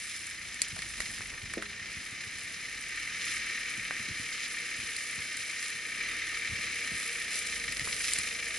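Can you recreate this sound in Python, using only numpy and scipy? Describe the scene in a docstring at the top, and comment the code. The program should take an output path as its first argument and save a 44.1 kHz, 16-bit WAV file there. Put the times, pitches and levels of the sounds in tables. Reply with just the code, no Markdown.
"""A diesel SUV creeps up a wooded slope towards the listener, over faint forest air. Every firing knocks
on the engine block, the exhaust drones, and the tyres crush dry leaves and snap twigs. The engine
sinks to a lugging idle as dull bumps and woody knocks begin close by, with one hollow thud at 1.6 s.
It then picks up, surges with pushes of the pedal near 3 s and 6 s, and falls back to idle
in a last flurry of snapping twigs."""
import sys
import numpy as np
from scipy import signal
from scipy.fft import rfft, irfft, next_fast_len
from scipy.io import wavfile
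from scipy.ndimage import uniform_filter1d, map_coordinates

SR = 44100
rng = np.random.default_rng(int(sys.argv[2]) if len(sys.argv) > 2 else 0)


def bounce(signal):
    """Save signal as a 16-bit WAV file at the path given by the first command-line argument."""
    frames = np.transpose(np.atleast_2d(signal))
    limited = np.clip(frames, -1, 1)
    pcm = np.round(limited * 32767).astype(np.int16)
    wavfile.write(sys.argv[1], SR, pcm)


N = 378378
TIME = np.arange(N) / SR
SIZE = next_fast_len(N + SR // 2, True)
HZ = np.maximum(np.arange(SIZE // 2 + 1) * SR / SIZE, 1)

# The car's approach. Each row: time in seconds, distance in metres.
CAR_DISTANCE = [(0, 10.05), (1.8, 9.6), (3.5, 7.2), (5.5, 6.82), (7, 6.13), (8.58, 5.68)]
# Stereo image of the car. Each row: frequency in Hz, likeness of the two ears from 0 to 1.
EAR_LIKENESS = [(60, .97), (200, .88), (430, .55), (680, .05), (950, .05), (1250, .82), (1800, .96),
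                (3200, .88), (5200, .85), (7500, .78), (11000, .78)]
# Engine speed. Each row: time in seconds, firings per second.
FIRING_RATE = [(0, 31.2), (.9, 25.2), (1.6, 24.8), (1.9, 34.8), (2.8, 32.6), (3.02, 40.6), (3.2, 41.6),
               (3.6, 36.9), (4.1, 33.5), (4.45, 36), (5.1, 32.9), (5.88, 30.6), (6.05, 37.2), (6.28, 40),
               (6.7, 34.2), (7.25, 31.2), (7.7, 23.8), (8.1, 26.3), (8.58, 25.5)]
# Pushes of the pedal. Each row: start in seconds, strength in dB.
PEDAL_PUSHES = [(2.86, 3), (3.2, 2.5), (5.9, 4), (6.55, 1.5)]
# Resonances of the bonnet. Each row: frequency in Hz, width in Hz, relative level in dB.
BONNET_MODES = [(247, 19, -12.5), (466, 35, -1), (535, 450, -12.5), (643, 58, -8), (1260, 57, -5)]
# Ring of the block and its covers. Each row: frequency in Hz, width in Hz, relative level in dB.
BLOCK_MODES = [(310, 130, -16.5), (1257, 170, -11), (1699, 273, -6.5), (1839, 77, 2.5), (2056, 155, -0.5),
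               (2273, 220, 1.5), (2470, 230, -5.5), (2730, 96, -6.5), (3010, 420, -10), (3665, 197, -10.5),
               (4080, 220, -11), (4960, 2000, -15), (6340, 720, -15.5)]
# Response of the exhaust pipe. Each row: frequency in Hz, gain in dB.
PIPE_RESPONSE = [(24, -35), (32, -10), (41, -2.5), (53, 0), (66, -12.5), (80, -3), (100, -8), (120, -7),
                 (142, -11), (168, -6), (205, -12), (240, -5), (280, -16), (480, -25.5)]
# Deeper (+) or thinner (-) leaves under a tyre. Each row: middle in seconds, length in seconds,
# change of the crackle in dB, change of the rustle in dB.
LEAF_PATCHES = [(.08, 0.41, 7.5, 6), (0.705, 0.36, 3.5, 5), (1.076, 0.34, 6.5, 6.5), (1.747, .3, -2.5, 1),
                (2.017, 0.17, 3, 2.5), (2.19, 0.11, -1.5, 1), (2.438, 0.22, 1, 1.5), (3.31, 0.18, 6, 7),
                (3.83, 0.12, 0.5, -8), (4.44, 0.21, 2.5, 5), (5.02, 0.31, 4, 3), (5.41, .12, 3, 3.5),
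                (5.653, 0.13, 5, 3.5), (6.118, 0.45, -1.5, -7.5), (7.02, 0.28, 4, -4), (7.373, 0.093, 8, 3),
                (7.527, 0.082, 4, 3.5), (7.63, .12, -0.5, -3.5), (8.06, 0.33, 8, 6.5)]
# Swell of the rolling rumble. Each row: time in seconds, level in dB.
RUMBLE_LEVEL = [(0, -64), (1.2, -53.5), (2.7, -60.5), (4.7, -63.5), (7.1, -66), (7.9, -57), (8.58, -70)]
# Tone colours of the noises and hits. Each row: frequency in Hz, relative level in dB.
CRACKLE_SPECTRUM = [(1500, -31), (4000, -5.5), (6200, -2.5), (8300, -1.5), (11500, -1)]
RUSTLE_SPECTRUM = [(900, -28), (1500, -8), (2400, 1.5), (3400, -3), (3900, -2.5), (4650, -2.5), (5300, 0),
                   (6100, -4), (7000, -2.5), (9000, -31.5)]
RUMBLE_SPECTRUM = [(15, -26), (35, 10), (80, 2), (160, 1), (330, -2.5), (550, -6), (900, -7), (2000, -3.5),
                   (8000, -97)]
AIR_SPECTRUM = [(20, -9), (100, -10), (350, -9), (600, 7.5), (1000, 1.5), (4000, -5), (11000, -47)]
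TWIG_SPECTRUM = [(500, -12), (1300, -28), (1900, 12), (3000, -2.5), (3800, -0.5), (4600, 11), (5800, -1),
                 (7400, 8), (10300, 3.5), (13000, -5)]
BUMP_SPECTRUM = [(20, -66), (50, -3.5), (100, 3), (190, -3), (300, -7.5), (500, -26.5), (1200, -28)]
WOOD_SPECTRUM = [(100, -5), (350, -0.5), (850, -1.5), (1300, 6), (1900, 12), (2700, -3), (4200, -11),
                 (9000, -11)]
# Cues for the hits. Each row: start in seconds, relative peak in dB, brightness in dB per octave.
TWIG_SNAPS = [(.2688, -26, 1), (.5432, -27, -1), (.618, -8, 0), (.6847, -24, 8), (.791, -25, -7),
              (.8205, -27.5, -2), (1.004, -23, -5.5), (1.5375, -27.5, -3), (4.965, -23, 0),
              (5.3697, -22, 2), (7.4715, -22, 3), (7.7225, -20.5, 6), (7.7696, -22, -5), (7.7955, -21, -5),
              (8.1349, -12, 4.5), (8.1866, -16, 5)]
STRONG_BUMPS = [(.727, -37, 0), (1.09, -43.5, -0.5), (1.19, -38.5, 0.5), (1.265, -43, 5),
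                (1.43, -41.5, -.5), (1.506, -38.5, 0.5), (1.968, -43, -0.5), (2.012, -40, 1),
                (2.122, -40.5, 0.5), (2.268, -37, 0.5), (2.755, -43, 0), (3.775, -32, 1), (3.997, -37, 0),
                (4.085, -34, 0), (4.105, -40, 0), (4.197, -36.5, 0), (4.786, -44, -0.5), (4.83, -43, -0.5),
                (5.175, -41, -0.5), (6.492, -39.5, 0), (6.52, -36, -0.5), (6.582, -44, -1),
                (6.917, -38, -0.5), (7.69, -45, 0), (7.815, -35.5, 0), (8.185, -37, 0.5)]
WOOD_KNOCKS = [(.765, -41.5, -10), (1.004, -30.5, -0.5), (1.208, -34.5, -0.5), (1.538, -24, 3),
               (1.624, -26, 1), (3.909, -31, -3.5), (7.874, -29.5, -1)]
# Cue for the hollow thud. Its one row: start in seconds, peak in dB.
THUD_CUE = [(1.571, -26)]
# Ring of the hollow body. Each row: frequency in Hz, relative level in dB, seconds to fade by 60 dB.
HOLLOW_MODES = [(207.5, -22, 1), (308, -12, 0.17), (340, 3.5, 0.055), (412, -19, 0.58), (535, -16, 0.19),
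                (648, -11.5, 0.14), (694, -15, .14), (248, 2, 0.041), (453, 8.5, 0.022)]
# Peaks and notches of the two microphone ports. Each row: frequency in Hz, width in Hz,
# left gain in dB, right gain in dB.
PORT_EQ = [(2380, 300, 1, -3), (2900, 500, 1, -1), (3750, 350, -3, 1), (4150, 300, 2, 0),
           (4550, 300, 0, -4), (5200, 500, 0, 2), (5520, 350, -7, 0), (6050, 350, 3, 2),
           (6480, 350, -10, -2), (7200, 600, 5, 0), (7750, 400, -1, -5), (8050, 300, -7, 0),
           (8600, 650, 3, -.5), (9700, 500, -6, -1.5), (10500, 900, 5, 5.5)]
# Phase between the sides. Each row: frequency in Hz, lead of the left in radians.
LEFT_LEAD = [(100, -0.53), (500, -0.33), (800, -1.9), (1300, -0.12), (5000, 0.59), (6300, 0.76),
             (7000, 1.35), (11000, 1.28)]

REFERENCE_M, CRUISE_RATE = 8, 30   # levels are set at this distance and these firings per second
LUG_BELOW_RATE, LUG_RANGE = 29, 6   # firings per second: lugging starts, and is full this much lower


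def from_db(db):
    """Decibels to gain."""
    return 10 ** (np.asarray(db) / 20)


def rms_one(x):
    """Scale to unit power."""
    return x / np.sqrt(np.mean(x ** 2) + 1e-20)


def in_time(points):
    """An automation curve, with straight lines between its points."""
    return np.interp(TIME, *np.transpose(points))


def over_hz(points, at_hz=HZ):
    """A curve with straight lines over log frequency."""
    hz, value = np.transpose(points)
    return np.interp(np.log(at_hz), np.log(hz), value)


def drift(rate_hz):
    """A random wobble of unit power, mostly slower than rate_hz."""
    knots = rng.standard_normal(4096)
    return rms_one(map_coordinates(knots, [TIME * rate_hz * 2], order=1, mode="wrap"))


def causal(gain):
    """Minimum-phase response of a gain curve: nothing sounds before its cause."""
    cepstrum = irfft(np.log(gain + 1e-9), SIZE)
    cepstrum[1:SIZE // 2] *= 2
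    cepstrum[SIZE // 2 + 1:] = 0
    return np.exp(rfft(cepstrum))


def resonances(modes):
    """Gain of steep-sided resonances, with dark valleys between them."""
    power = sum(from_db(db) ** 2 / (1 + ((HZ - hz) / (.67 * width)) ** 2) ** 2 for hz, width, db in modes)
    return np.sqrt(power)


def from_car(pair, gain):
    """Colour a direct and a scattered signal and spread them over two ears; unit power in the middle."""
    direct, scattered = rfft(pair, SIZE) * causal(gain)
    alike = np.clip(over_hz(EAR_LIKENESS), 0, .995)
    mid = np.sqrt(1 + alike) * direct
    side = np.sqrt(1 - alike) * scattered
    ears = irfft([mid + side, mid - side], SIZE)[:, :N]
    return ears / np.std(ears.mean(axis=0))


def nearness():
    """Gain in dB as the distance shrinks."""
    return 20 * np.log10(REFERENCE_M / in_time(CAR_DISTANCE))


def pedal(attack_s=.099, release_s=.7):
    """Load on the engine in dB: each push comes on quickly and eases off slowly."""
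    load_db = 0
    for start, db in PEDAL_PUSHES:
        age = np.maximum(TIME - start, 0)
        load_db += db * np.minimum(age / attack_s, 1) * np.exp(-age / release_s)
    return load_db


def bonnet_hum():
    """The bonnet hums at its own resonances, whatever the engine speed."""
    return from_car(rng.standard_normal((2, N)), resonances(BONNET_MODES))


def clatter(firings, rate, depth_db, rise_s=.003, decay_s=.008, steady=.25, uneven_db=1.5):
    """Each firing knocks the block, the valves tick a little later, gears and belts fill the rest."""
    def bursts(count):
        age = count % 1 / rate
        strength = from_db(uneven_db * rng.standard_normal(1024))[count.astype(int)]
        return strength * (1 - np.exp(-age / rise_s)) * np.exp(-age / decay_s)
    knocks = bursts(firings)
    valves = .45 * bursts(firings + 1 - .38)   # 0.38 of a firing interval late
    power = steady ** 2 + from_db(depth_db) ** 2 * (knocks ** 2 + valves ** 2)
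    force = np.sqrt(power / uniform_filter1d(power, size=SR // 5))   # depth adds punch, not level
    return from_car(force * rng.standard_normal((2, N)), resonances(BLOCK_MODES))


def through_grille(block, near_db):
    """The bright band of the clatter gains as the grille nears."""
    bright = signal.lfilter(*signal.iirpeak(2280, Q=6, fs=SR), block)
    return block + (from_db(.56 * near_db) - 1) * bright


def exhaust_drone(firings, rate, harmonics=15, waver_db=2.5):
    """Harmonics of the firing rate swell as they slide through the resonances of the pipe."""
    drone = 0
    for order in range(1, harmonics + 1):
        level_db = over_hz(PIPE_RESPONSE, order * rate) + waver_db * drift(2.7)
        drone += from_db(level_db) * np.sin(2 * np.pi * (order * firings + rng.random()))
    return drone


def engine():
    """A four-cylinder diesel: the pedal lifts every layer, and lugging makes single knocks stand out."""
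    rate = in_time(FIRING_RATE)
    firings = .72 + np.cumsum(rate) / SR
    near_db, load_db = nearness(), pedal()
    lug = np.clip((LUG_BELOW_RATE - rate) / LUG_RANGE, 0, 1)
    hum = from_db(-66 + 3.6 * near_db + .33 * load_db) * bonnet_hum()
    block = clatter(firings, rate, depth_db=-2 + 9.5 * lug)
    block_db = -41 + near_db + load_db + 1.5 * np.log2(rate / CRUISE_RATE)
    drone = from_db(-61 + 1.45 * load_db + 3 * lug) * exhaust_drone(firings, rate)
    return hum + from_db(block_db) * through_grille(block, near_db) + drone


def crushed(spectrum, clicks_per_s, size_db, clump_db, hiss):
    """Leaves break in clumps of tiny clicks of very uneven size, over a blur of smaller ones."""
    breaks = rng.random((2, N)) < clicks_per_s / SR
    sizes = from_db(size_db * np.minimum(rng.exponential(1, (2, N)), 5))
    clicks = breaks * sizes * rng.choice([-1, 1], (2, N))
    grains = rms_one(clicks) + hiss * rng.standard_normal((2, N))
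    return from_car(grains * from_db(clump_db * drift(35)), from_db(over_hz(spectrum)))


def leaf_litter():
    """Leaves crackle and rustle under the tyres, growing as they near and changing with each patch."""
    patches_db = sum(np.outer(changes_db, .5 ** ((2 * (TIME - middle) / length) ** 2))
                     for middle, length, *changes_db in LEAF_PATCHES)
    crackle_db, rustle_db = patches_db + 1.46 * nearness()
    crackle = crushed(CRACKLE_SPECTRUM, clicks_per_s=2500, size_db=5.5, clump_db=.85, hiss=1)
    rustle = crushed(RUSTLE_SPECTRUM, clicks_per_s=3500, size_db=3.5, clump_db=2, hiss=.45)
    return from_db(-45.5 + crackle_db) * crackle + from_db(-48 + rustle_db) * rustle


def rolling_rumble(waver_db=1.8):
    """The rolling car makes a low, unsteady rumble."""
    level_db = in_time(RUMBLE_LEVEL) + waver_db * drift(9)
    return from_db(level_db) * from_car(rng.standard_normal((2, N)), from_db(over_hz(RUMBLE_SPECTRUM)))


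def forest_air(level_db=-65):
    """A faint, wide bed of steady forest air."""
    noise = rfft(rng.standard_normal((2, N)), SIZE)
    air = irfft(noise * causal(from_db(over_hz(AIR_SPECTRUM))), SIZE)[:, :N]
    return from_db(level_db) * rms_one(air)


def blows(cues, spectrum, t60, rough, tail_db, tail_t60, tilt_above_hz=800):
    """Each blow is a push, a short rough burst and a faint tail from the trees; t60s are in seconds."""
    t = np.arange(SR // 4) / SR
    def short_filter(db):
        impulse = irfft(causal(from_db(db)), SIZE)[:len(t)]
        return rfft(impulse, SR)
    body = short_filter(over_hz(spectrum))
    octaves_above = np.log2(np.maximum(HZ / tilt_above_hz, 1))
    brighter = np.log(short_filter(octaves_above))   # a tilt of 1 dB per octave
    track = np.zeros((2, N + SR))
    for start, peak_db, tilt in cues:
        noise = rng.standard_normal((3, len(t)))
        burst = rough * noise[2] * from_db(-60 * t / t60)
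        tail = noise[:2] * from_db(tail_db - 60 * t / tail_t60)
        force = (t == 0) + burst + tail
        hit = irfft(rfft(force, SR) * body * np.exp(tilt * brighter), SR)[:, :len(t)]
        first = int(start * SR)
        track[:, first:first + len(t)] += from_db(peak_db) * hit / np.abs(hit).max()
    return track[:, :N]


def twig_snaps():
    """Twigs break under the tyres with short, bright cracks."""
    return from_db(4) * blows(TWIG_SNAPS, TWIG_SPECTRUM, t60=.0084, rough=.23, tail_db=-25, tail_t60=.051)


def dull_bumps(weak_per_s=2.5):
    """Bassy bumps close by: the strong ones on cue, weaker ones at random."""
    count = int(weak_per_s * N / SR)
    weak = [(rng.uniform(0, N / SR), rng.uniform(-51, -47), 0) for _ in range(count)]
    cues = list(STRONG_BUMPS) + weak
    bumps = blows(cues, BUMP_SPECTRUM, t60=.13, rough=.092, tail_db=-50, tail_t60=.16, tilt_above_hz=60)
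    return from_db(7) * bumps


def woody_knocks():
    """Dry, woody knocks close by, each with a faint tail from the trees."""
    knocks = blows(WOOD_KNOCKS, WOOD_SPECTRUM, t60=.0092, rough=.12, tail_db=-31, tail_t60=.18)
    return from_db(11) * knocks


def hollow_thud(band_hz=(190, 720), contact_s=.0016):
    """A hollow body is struck softly and rings low."""
    (start, peak_db), = THUD_CUE
    age = np.maximum(TIME - start, 0)
    ring = sum(from_db(db - 60 * age / t60) * np.sin(2 * np.pi * hz * age)
               for hz, db, t60 in HOLLOW_MODES)
    attack = 1 - np.exp(-age / contact_s)
    bandpass = signal.butter(4, band_hz, "band", fs=SR, output="sos")
    thud = signal.sosfilt(bandpass, attack * ring + 1e-18)
    return from_db(peak_db) * thud / np.abs(thud).max()


def scene():
    """The mix: engine and tyres, the nearby hits, and the forest air."""
    motor = engine()
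    tyres = leaf_litter() + twig_snaps() + rolling_rumble()
    pan = from_db([[-.5], [.5]])   # a touch to the right
    return motor + pan * tyres + woody_knocks() + dull_bumps() + hollow_thud() + forest_air()


def record(dry, cutoff_hz=11050):
    """Each port colours its own side, the left one leads in the treble, and the top is cut steeply."""
    port_db = sum(np.outer([left, right], .5 ** ((2 * (HZ - hz) / width) ** 2))
                  for hz, width, left, right in PORT_EQ)
    colour = np.array([causal(from_db(db)) for db in port_db])
    phase = np.exp(.5j * np.outer([1, -1], over_hz(LEFT_LEAD)))
    heard = irfft(rfft(dry, SIZE) * colour * phase, SIZE)[:, :N]
    lowpass = signal.ellip(12, .1, 80, cutoff_hz, fs=SR, output="sos")
    return signal.sosfilt(lowpass, heard)


dry = scene()
out = record(dry)
bounce(out)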